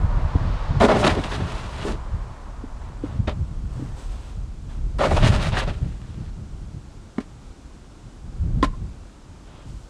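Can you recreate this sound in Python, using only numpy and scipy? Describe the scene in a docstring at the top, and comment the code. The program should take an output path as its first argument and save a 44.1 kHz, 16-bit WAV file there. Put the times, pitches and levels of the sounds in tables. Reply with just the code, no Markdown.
"""Gusts buffet the microphone first, while tyre roar from a car on a far road swells briefly and fades.
A metal shovel then bites into packed snow on a ribbed truck bed, scrapes it up and is knocked on a steel pipe.
Scrapes and knocks are noise taps and decaying sine rings; loose snow sifts down as grainy noise.
Wind is low noise in lumps with single slow swings; road and still air are shaped noise."""
import sys
import numpy as np
from scipy import signal
from scipy.fft import rfft, irfft, next_fast_len
from scipy.io import wavfile
from scipy.ndimage import uniform_filter1d

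SR = 44100
rng = np.random.default_rng(int(sys.argv[2]) if len(sys.argv) > 2 else 0)


def wav_record(signal):
    """Record a signal, one row per channel, as 16-bit PCM in the file named by sys.argv[1]."""
    frames = np.transpose(np.atleast_2d(signal))
    bounded = np.clip(frames, -1, 1)
    # unit amplitude maps onto the largest positive 16-bit level
    quanta = np.round(bounded * 32767).astype(np.int16)
    wavfile.write(sys.argv[1], SR, quanta)


N = 436149  # length in samples

# The sliding blade, one table a stroke, with the snow settling after it:
# t/s, pressure on the snow level/dB, contact with the steel level/dB (relative to the pressure)
SLIDE_STROKES = [
    [(.8, -33, 2), (.87, -42.5, 18), (1.0, -32.5, 9.5), (1.14, -37, 9), (1.22, -39, -1), (1.4, -40.5, 2.5),
     (1.55, -39, -3.5), (1.7, -43, -1.5), (1.82, -37, -2), (1.92, -42, -11), (1.97, -55, -11),
     (2.1, -86, -3)],
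    [(4.985, -37, 2), (5.07, -38, 5), (5.3, -32.5, -3.5), (5.5, -39, 0.5), (5.69, -47.5, 1),
     (5.76, -50, 3.5), (5.95, -56.5, -10), (6.3, -58, -13)],
]
# Shares of the slide: bed and blade level/dB (relative to contact), grit and fine grit level/dB (to pressure)
SLIDE_SHARES = [-3, -4.5, -1, -10]
# The edge bites a rib or a crust: t/s, length t/s, then bed, blade and grit level/dB before the bite's fall
EDGE_BITES = [(0.802, 0.023, -15, -12, -27.5), (0.829, 0.024, -15, -15.5, -22),
              (0.881, 0.037, -35, -17.5, -27.5), (0.897, 0.074, -20.5, -20, -31),
              (1.024, 0.014, -33, -20.5, -32), (1.04, 0.011, -20, -24, -22.5),
              (1.063, 0.015, -20, -15.5, -17.5), (1.09, 0.019, -37, -28, -24),
              (1.164, 0.026, -22, -29.5, -42), (1.236, 0.0067, -34, -29, -32.5),
              (1.305, 0.06, -41, -43, -33.5), (1.399, 0.011, -33, -35.5, -43),
              (1.843, 0.031, -28, -33.5, -63), (1.873, 0.026, -28.5, -37, -47),
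              (1.904, 0.043, -31, -42, -53), (3.271, 0.012, -33.5, -25, -29.5),
              (3.288, 0.012, -42, -46, -37), (3.305, 0.018, -48, -44, -47), (4.988, 0.016, -30, -27, -41),
              (5.002, 0.028, -32, -21, -33), (5.029, 0.037, -26.5, -16.5, -27),
              (5.106, 0.022, -25, -19.5, -33.5), (5.16, 0.019, -39, -18.5, -29),
              (5.218, 0.036, -28, -22.5, -22.5), (5.26, 0.024, -30, -29.5, -27.5),
              (5.304, 0.055, -36, -27.5, -36.5), (5.38, 0.065, -54, -35, -33.5),
              (5.443, 0.037, -48, -35, -31), (5.516, 0.062, -42, -30.5, -29),
              (5.566, 0.036, -35.5, -30, -23), (5.61, 0.027, -43, -32, -35), (5.665, 0.038, -32, -33, -34)]
# Colour of crushed ice crystals: f/Hz, relative level/dB (per Hz)
ICE_GRIT = [(530, -15.5), (900, -4), (1960, -6.5), (2130, -9.5), (2690, -7.5), (4060, -12), (4500, -14.5),
            (5500, -18.5), (9150, -23.5), (12000, -42), (15000, -51)]
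# How the truck bed rings: f/Hz, relative level/dB, time to fall 60 dB t/s
BED_RINGS = [(170, -2, 0.023), (244, 1, 0.034), (322, -3, 0.047), (413.6, -2.5, 0.047)]
# How the shovel blade rings, here and in the blows: f/Hz, relative level/dB, time to fall 60 dB t/s
BLADE_RINGS = [(550, 1.5, 0.029), (629, 1, 0.054), (732, 2.5, 0.018), (833, -6, 0.057), (933, -2, 0.016),
               (1193, -3.5, 0.021), (1305, -7, 0.031), (1454, -12, 0.036), (1710, -15.5, 0.027),
               (1910, -8.5, 0.0096), (2212, -20, 0.067), (3470, -38, 0.02), (4170, -41, 0.022)]


def scrape():
    """Cracking crystals tap the bed and the blade, which ring on, while crushed snow gives off grit noise."""
    bite_fine_db, bite_fall_db_per_s, bite_release_s = -15, 126, 0.0081  # fine grit is relative to grit
    # four rows of force: bed, blade, grit, fine grit
    force = np.zeros((4, N))
    for stroke in SLIDE_STROKES:
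        snow_db, steel_db = curve(stroke)
        contact_db = snow_db + steel_db
        force += undb([contact_db, contact_db, snow_db, snow_db])
    force *= undb(SLIDE_SHARES)[:, None]

    t = np.arange(N) / SR
    rise = np.array([[.15], [.14], [.45], [.8]])  # share of the bite; the fine grit builds last
    for s, length, bed_db, blade_db, grit_db in EDGE_BITES:
        span = slice(int(s * SR), int((s + length + .15) * SR))
        u = t[span] - s
        grip = np.clip(u / (rise * length), 0, 1)
        grip = grip * undb(-bite_fall_db_per_s * np.clip(u, 0, length))
        release = np.exp(-np.clip(u - length, 0, None) / bite_release_s)
        parts = undb([bed_db, blade_db, grit_db, grit_db + bite_fine_db])[:, None]
        force[:, span] += parts * grip * release

    chatter = walk(90.)  # the edge sticks and slips
    blade_cracks = unit(undb(1.26 * chatter) * grains(1.95))
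    bed_cracks = unit(undb(0.43 * chatter) * grains(2.24))
    crushed = unit(grains(2.9)) + .5 * rng.standard_normal(N)
    grit, fine = split(colour(undb(1.2 * chatter) * crushed, ICE_GRIT), 5000)

    # crystals of each size break in their own clusters
    edges_hz = 400 * 1.4 ** np.arange(10)
    clusters = np.zeros(N)
    for pair in zip(edges_hz, edges_hz[1:]):
        sos = signal.butter(2, pair, "band", fs=SR, output="sos")
        clusters += undb(1.3 * walk(160.)) * signal.sosfiltfilt(sos, grit)
    grit = unit(clusters)
    fine = unit(undb(2. * walk(40.)) * fine)  # powder squeezes out in its own time

    bed = struck(force[0] * bed_cracks, BED_RINGS)
    blade = struck(force[1] * blade_cracks, BLADE_RINGS)
    return bed + blade + force[2] * grit + force[3] * fine


# Boots and blade thud on the steel: t/s, level/dB (before the soft onset), f/Hz
STEEL_THUDS = [(0.352, -10, 273), (2.638, -17, 256), (3.037, -9, 291), (3.276, -14, 235), (3.794, -19, 288),
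               (3.822, -17, 281), (7.1822, -5.5, 236), (7.202, -19, 257), (8.627, -2, 289),
               (8.641, -13, 267)]


def thuds():
    """A hollow knock of steel: a low ring and a weaker overtone, both short, with a soft start."""
    out, t = np.zeros(N), np.arange(SR // 4) / SR
    for s, db, hz in STEEL_THUDS:
        overtone = 0.27 * ring(t, 1.72 * hz, 0.034)
        thud = (overtone - ring(t, hz, 0.039)) * (1 - np.exp(-t / 0.0028))
        out[int(s * SR):int(s * SR) + len(t)] += undb(db) * thud
    return out


# The blade strikes the pipe: t/s, then blade, pipe and snow crunch level/dB (before their own
# rise and fade), crunch time scale t/s (60 dB down by then)
PIPE_BLOWS = [(7.182, -21.5, -36, -36, 0.033), (7.202, -36, -55, -40, 0.078),
              (8.628, -17, -8, -21.5, 0.042), (8.641, -15, -32, -28, 0.07)]
# How the pipe rings before the snow chokes it: f/Hz, relative level/dB, time to fall 60 dB t/s
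PIPE_RINGS = [(1045, 0, .11), (1367, -8, .05), (1810, -13, .04), (2600, -17, .03)]


def blows():
    """Blade and pipe ring briefly together, and the knock shakes loose a crunch of snow."""
    out, t = np.zeros(N), np.arange(SR // 4) / SR
    crunch = colour(grains(1.8), ICE_GRIT)
    # the wall swings up, then snow inside chokes it
    pipe = modes(PIPE_RINGS) * (1 - np.exp(-t / 0.0024)) * np.exp(-(t / 0.026) ** 2)
    blade = np.gradient(modes(BLADE_RINGS))  # a blow on hard steel is sudden and favours the high modes
    blade = blade / np.max(np.abs(blade))
    blade = blade * (1 - np.exp(-t / 0.00031)) * np.exp(-t / 0.02)  # snow on the blade deadens it
    for s, blade_db, pipe_db, crunch_db, crunch_t60 in PIPE_BLOWS:
        span = slice(int(s * SR), int(s * SR) + len(t))
        fade = np.exp(-np.log(1000) * (t / crunch_t60) ** 1.16) * (1 - np.exp(-t / 0.002))
        out[span] += undb(blade_db) * blade + undb(pipe_db) * pipe
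        out[span] += undb(crunch_db) * fade * crunch[span]
    return out


# The bare edge clicks on steel: t/s, level/dB (before the onset), f/Hz
EDGE_TICKS = [(0.85, -9.5, 3480), (1.041, -8, 3000), (1.048, -16, 3400), (1.069, -7, 2750),
              (1.077, -4, 3870), (1.239, -19, 2790), (5.038, -17, 2300), (5.117, -25, 3800),
              (5.168, -25, 3000), (5.222, -21, 2630), (5.444, -17, 2000), (5.57, -12, 1660),
              (5.579, -21, 2970), (7.182, -31, 2920), (8.627, -11, 3420), (8.627, -15, 4780)]
# The upper ring of a click: multiple of its f/Hz, relative level/dB
UPPER_RING = (1.9, -20)


def ticks():
    """Two quick high rings make each click; a higher pitch dies away sooner."""
    out, t = np.zeros(N), np.arange(SR // 4) / SR
    multiple, upper_db = UPPER_RING
    for s, db, hz in EDGE_TICKS:
        t60 = 24 / hz  # 24 cycles until the ring is 60 dB down
        tick = ring(t, hz, t60) + undb(upper_db) * ring(t, multiple * hz, t60)
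        out[int(s * SR):int(s * SR) + len(t)] += undb(db) * tick * (1 - np.exp(-t / 0.00071))
    return out


def knocks():
    """Thuds, blows and clicks, and their faint smeared return from a house front."""
    delay_s, smear_s, house_db = .092, .013, -41  # the return peaks one smear after the delay
    out, t = thuds() + blows() + ticks(), np.arange(SR // 4) / SR
    front = band(rng.standard_normal(len(t)), 520.0, 1800.0)
    front = front * np.exp(-((t - delay_s - smear_s) / smear_s) ** 2)
    return out + undb(house_db) * through(out, front)


# Loose snow sifting off the blade: start t/s, length t/s, then clumps, crumbs and powder level/dB
SNOW_FALLS = [(2.802, 0.13, -50, -64, -76), (3.033, 0.13, -44.5, -58, -68), (3.71, 0.28, -49.5, -64, -62),
              (3.971, 0.14, -49, -58.5, -56.5), (4.102, 0.25, -50.5, -59, -60.5),
              (4.688, 0.09, -50.5, -59, -64), (9.466, 0.194, -52.5, -60, -84), (9.673, 0.2, -72, -68, -63)]


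def sifting():
    """Clumps plop, crumbs patter and powder hisses: each is grainy noise in its own pitch range."""
    t = np.arange(N) / SR
    rise_s, fade_s = 0.033, 0.12
    levels = np.zeros((3, N))
    for s, length, *parts_db in SNOW_FALLS:
        # each ramp is halfway at the listed start or end
        ramps = np.minimum((t - s) / rise_s, (s + length - t) / fade_s)
        levels += undb(parts_db)[:, None] * np.clip(ramps + .5, 0, 1)
    clumps, crumbs, fine = levels
    powder = grains(2.5)
    hiss = band(powder, 4000.0, 8300.0) + 0.27 * band(powder, 7200.0, 8200.0)
    plops = clumps * band(grains(2.25), 240.0, 1150.0)
    patter = crumbs * band(grains(1.9), 2370.0, 3860.0)
    return undb(0.66 * walk(27.0)) * (plops + patter + fine * unit(hiss))


def truck_wash(work):
    """The bed walls and the cab send back a short dull wash, starting 6 ms late."""
    t = np.arange(SR // 5) / SR
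    wash = band(rng.standard_normal(len(t)), 133.0, 2500.0, order=1)
    wash = wash * np.exp(-np.log(1000) * t / 0.15) * (t > .006)
    return undb(-23.5) * through(work, wash)


# Gusts at the microphone: t/s, rumble level/dB, upper rumble level/dB (relative to the rumble)
WIND_GUSTS = [(0.0, -18.5, -3), (0.27, -21, -15), (0.47, -24.5, -5.5), (0.69, -20, -13.5), (0.74, -29, 8),
              (1.73, -34.5, 0.5), (2.15, -25, -10.5), (2.42, -35.5, -13), (3.11, -32.5, -1.5),
              (3.22, -27, 0), (4.02, -31.5, -8.5), (4.13, -28.5, -22), (4.16, -31, -15.5), (4.68, -32, -1),
              (4.85, -22, -16), (5.04, -33, 8.5), (5.12, -21.5, -4), (5.32, -18.5, -1), (5.37, -25.5, -1),
              (6.38, -35, -1), (6.62, -31.5, -1.5), (6.72, -40, 0), (6.97, -36.5, -7), (7.12, -43, -6),
              (7.42, -49, -1), (7.49, -36, -14), (7.6, -46, -6), (7.66, -37, -5.5), (8.14, -51, 1.5),
              (8.26, -39.5, -5), (8.43, -26, -8), (8.62, -24.5, 1.5), (8.8, -34, -4.5), (9.0, -40, -7),
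              (9.28, -47, -0.5), (9.78, -35, -4.5), (9.89, -48, -15)]
# Single strong eddies: middle t/s, level/dB (of the main swing), f/Hz
STRONG_EDDIES = [(0.048, -12.5, 79.4), (0.256, -12.5, 70), (0.36, -8, 80), (0.712, -12.5, 73),
                 (1.119, -14.5, 77), (1.425, -20.5, 109), (2.144, -18.5, 86), (2.597, -25.5, 57.7),
                 (3.201, -11.5, 98.6), (3.279, -17, 81), (3.422, -15.5, 73), (3.647, -22, 90),
                 (4.379, -24.5, 85), (5.146, -11.5, 77.4), (5.243, -7, 119), (5.267, -9, 110),
                 (5.303, -6.5, 95), (5.534, -16, 89), (5.826, -17.5, 70), (8.43, -17, 81.6),
                 (8.579, -17.5, 74)]


def wind():
    """Eddies thump the microphone: the rumble comes in lumps, the upper part more so."""
    eddy_cycles = 0.87  # a swing fades to 1/e this many cycles from its middle
    low_db, upper_db = curve(WIND_GUSTS)
    lumps = walk(14.)
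    low = unit(undb(1.7 * lumps + 0.65 * walk(5.0)) * band(rng.standard_normal(N), 24.9, 61.2))
    flaps = undb(2.0 * lumps + 3.54 * walk(25.))
    flutter = band(rng.standard_normal(N), 62.6, 147.4)
    flutter = flutter + 0.11 * band(rng.standard_normal(N), 138.0, 258.0)
    upper = unit(flaps * flutter)
    out = undb(low_db) * (low + undb(upper_db) * upper)

    u = np.arange(-SR // 10, SR // 10) / SR
    for (s, db, hz), turn in zip(STRONG_EDDIES, rng.random(len(STRONG_EDDIES))):
        swing = np.sin(2 * np.pi * (hz * u + turn))
        lopsided = swing + 0.29 * (2 * swing ** 2 - 1)  # pushes differ from pulls
        eddy = undb(db) * np.exp(-(hz * u / eddy_cycles) ** 2) * lopsided
        at = int(s * SR) - SR // 10
        out[max(at, 0):at + len(u)] += eddy[max(-at, 0):]
    return out


def road():
    """Tyre roar round 1 kHz, and hiss above it, weaken with the car's distance over snow and trees."""
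    passes_s, nearest_m, speed_m_s = 0.53, 17, 8.62
    roar_db, roar_loss_db_per_m = -38, 0.96
    hiss_db, hiss_loss_db_per_m = -10, 2.5  # hiss level before the roar level is applied
    screen_db_per_s = 16  # the truck hides the tyre hiss while the car draws near
    t = np.arange(N) / SR
    away_m = np.hypot(nearest_m, speed_m_s * (t - passes_s))
    extra_m = away_m - nearest_m
    roar = undb(0.27 * walk(2.0)) * band(rng.standard_normal(N), 450.0, 1266.0)
    roar = roar + .5 * band(rng.standard_normal(N), 864.0, 1116.0)
    hiss = band(band(rng.standard_normal(N), 790.0, 4500.0, order=3), 400., 9000., order=4)
    hidden_db = screen_db_per_s * np.clip(passes_s - t, 0, None)
    car = undb(-roar_loss_db_per_m * extra_m) * roar
    car = car + undb(hiss_db - hiss_loss_db_per_m * extra_m - hidden_db) * hiss
    return undb(roar_db) * nearest_m / away_m * car


# Colour of the still air and the microphone's own hiss: f/Hz, relative level/dB (per Hz)
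STILL_AIR = [(170, -7), (200, -2), (300, -4.5), (480, -13), (850, -14.5), (1460, -18), (1750, -24),
             (7700, -28.5), (9500, -34.5), (10800, -42), (14000, -58), (15100, -64)]


def still_air():
    """Quiet air and the microphone's own hiss: steady shaped noise that wavers slightly."""
    return undb(-50) * undb(0.24 * walk(19.0)) * colour(rng.standard_normal(N), STILL_AIR)


def undb(db):
    """Turn decibels into a plain multiplier."""
    return 10 ** (np.asarray(db) / 20)


def unit(x):
    """Scale a sound to rms 1."""
    return x / np.sqrt(np.mean(x ** 2))


def curve(rows, silent_db=-120):
    """Draw straight lines through each column of a timed table; silence outside its span."""
    s, *columns = np.transpose(rows)
    return [np.interp(np.arange(N) / SR, s, c, silent_db, silent_db) for c in columns]


def colour(x, points):
    """Filter by (f/Hz, level/dB) points, with -90 dB outside them; rms 1."""
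    hz, db = np.transpose(points)
    size = next_fast_len(N)
    log_f = np.log(np.arange(size // 2 + 1) * SR / size + 1)
    gain = undb(np.interp(log_f, np.log(hz), db, -90, -90))
    return unit(irfft(rfft(x, size) * gain, size)[:N])


def band(x, lo_hz, hi_hz, order=2):
    """Keep the pitches between two limits; rms 1."""
    return unit(signal.sosfilt(signal.butter(order, [lo_hz, hi_hz], "band", fs=SR, output="sos"), x))


def split(x, hz):
    """The parts below and above a frequency; rms 1 each."""
    return [unit(signal.sosfilt(signal.butter(3, hz, kind, fs=SR, output="sos"), x))
            for kind in ("low", "high")]


def walk(rate):
    """Random levels held 1 / rate s and smoothed twice; rms 1."""
    k = int(SR / rate)
    steps = np.repeat(rng.standard_normal(N // k + 1), k)
    return unit(uniform_filter1d(uniform_filter1d(steps, k), k)[:N])


def grains(spread_db):
    """A crack on every sample, a few far larger than the rest."""
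    return rng.standard_normal(N) * undb(spread_db * rng.exponential(size=N))


def ring(t, hz, t60):
    """A sine that falls 60 dB in t60 seconds."""
    return np.sin(2 * np.pi * hz * t) * np.exp(-np.log(1000) * t / t60)


def modes(table):
    """What a body rings with after one sharp tap."""
    t = np.arange(SR // 4) / SR
    return sum((-1) ** k * undb(db) * ring(t, hz, t60) for k, (hz, db, t60) in enumerate(table))


def through(x, response):
    """Send a sound through a response scaled to total energy 1."""
    return signal.fftconvolve(x, response / np.sqrt(np.sum(response ** 2)))[:N]


def struck(x, table):
    """A stream of taps sets a body ringing, at the power of the taps."""
    return through(x, modes(table))


def scene():
    """The shovel work and its wash in front of the wind, the road and the still air."""
    work = scrape() + knocks() + sifting()
    return (work + truck_wash(work) + wind() + road() + still_air())[None]


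def record(dry):
    """The input rounds the loudest peaks, then a steep filter cuts the treble above 15.2 kHz."""
    rounded = np.tanh(.6 * dry) / .6
    return signal.sosfilt(signal.ellip(8, .2, 70, 15200, fs=SR, output="sos"), rounded)


dry = scene()
out = record(dry)
wav_record(out)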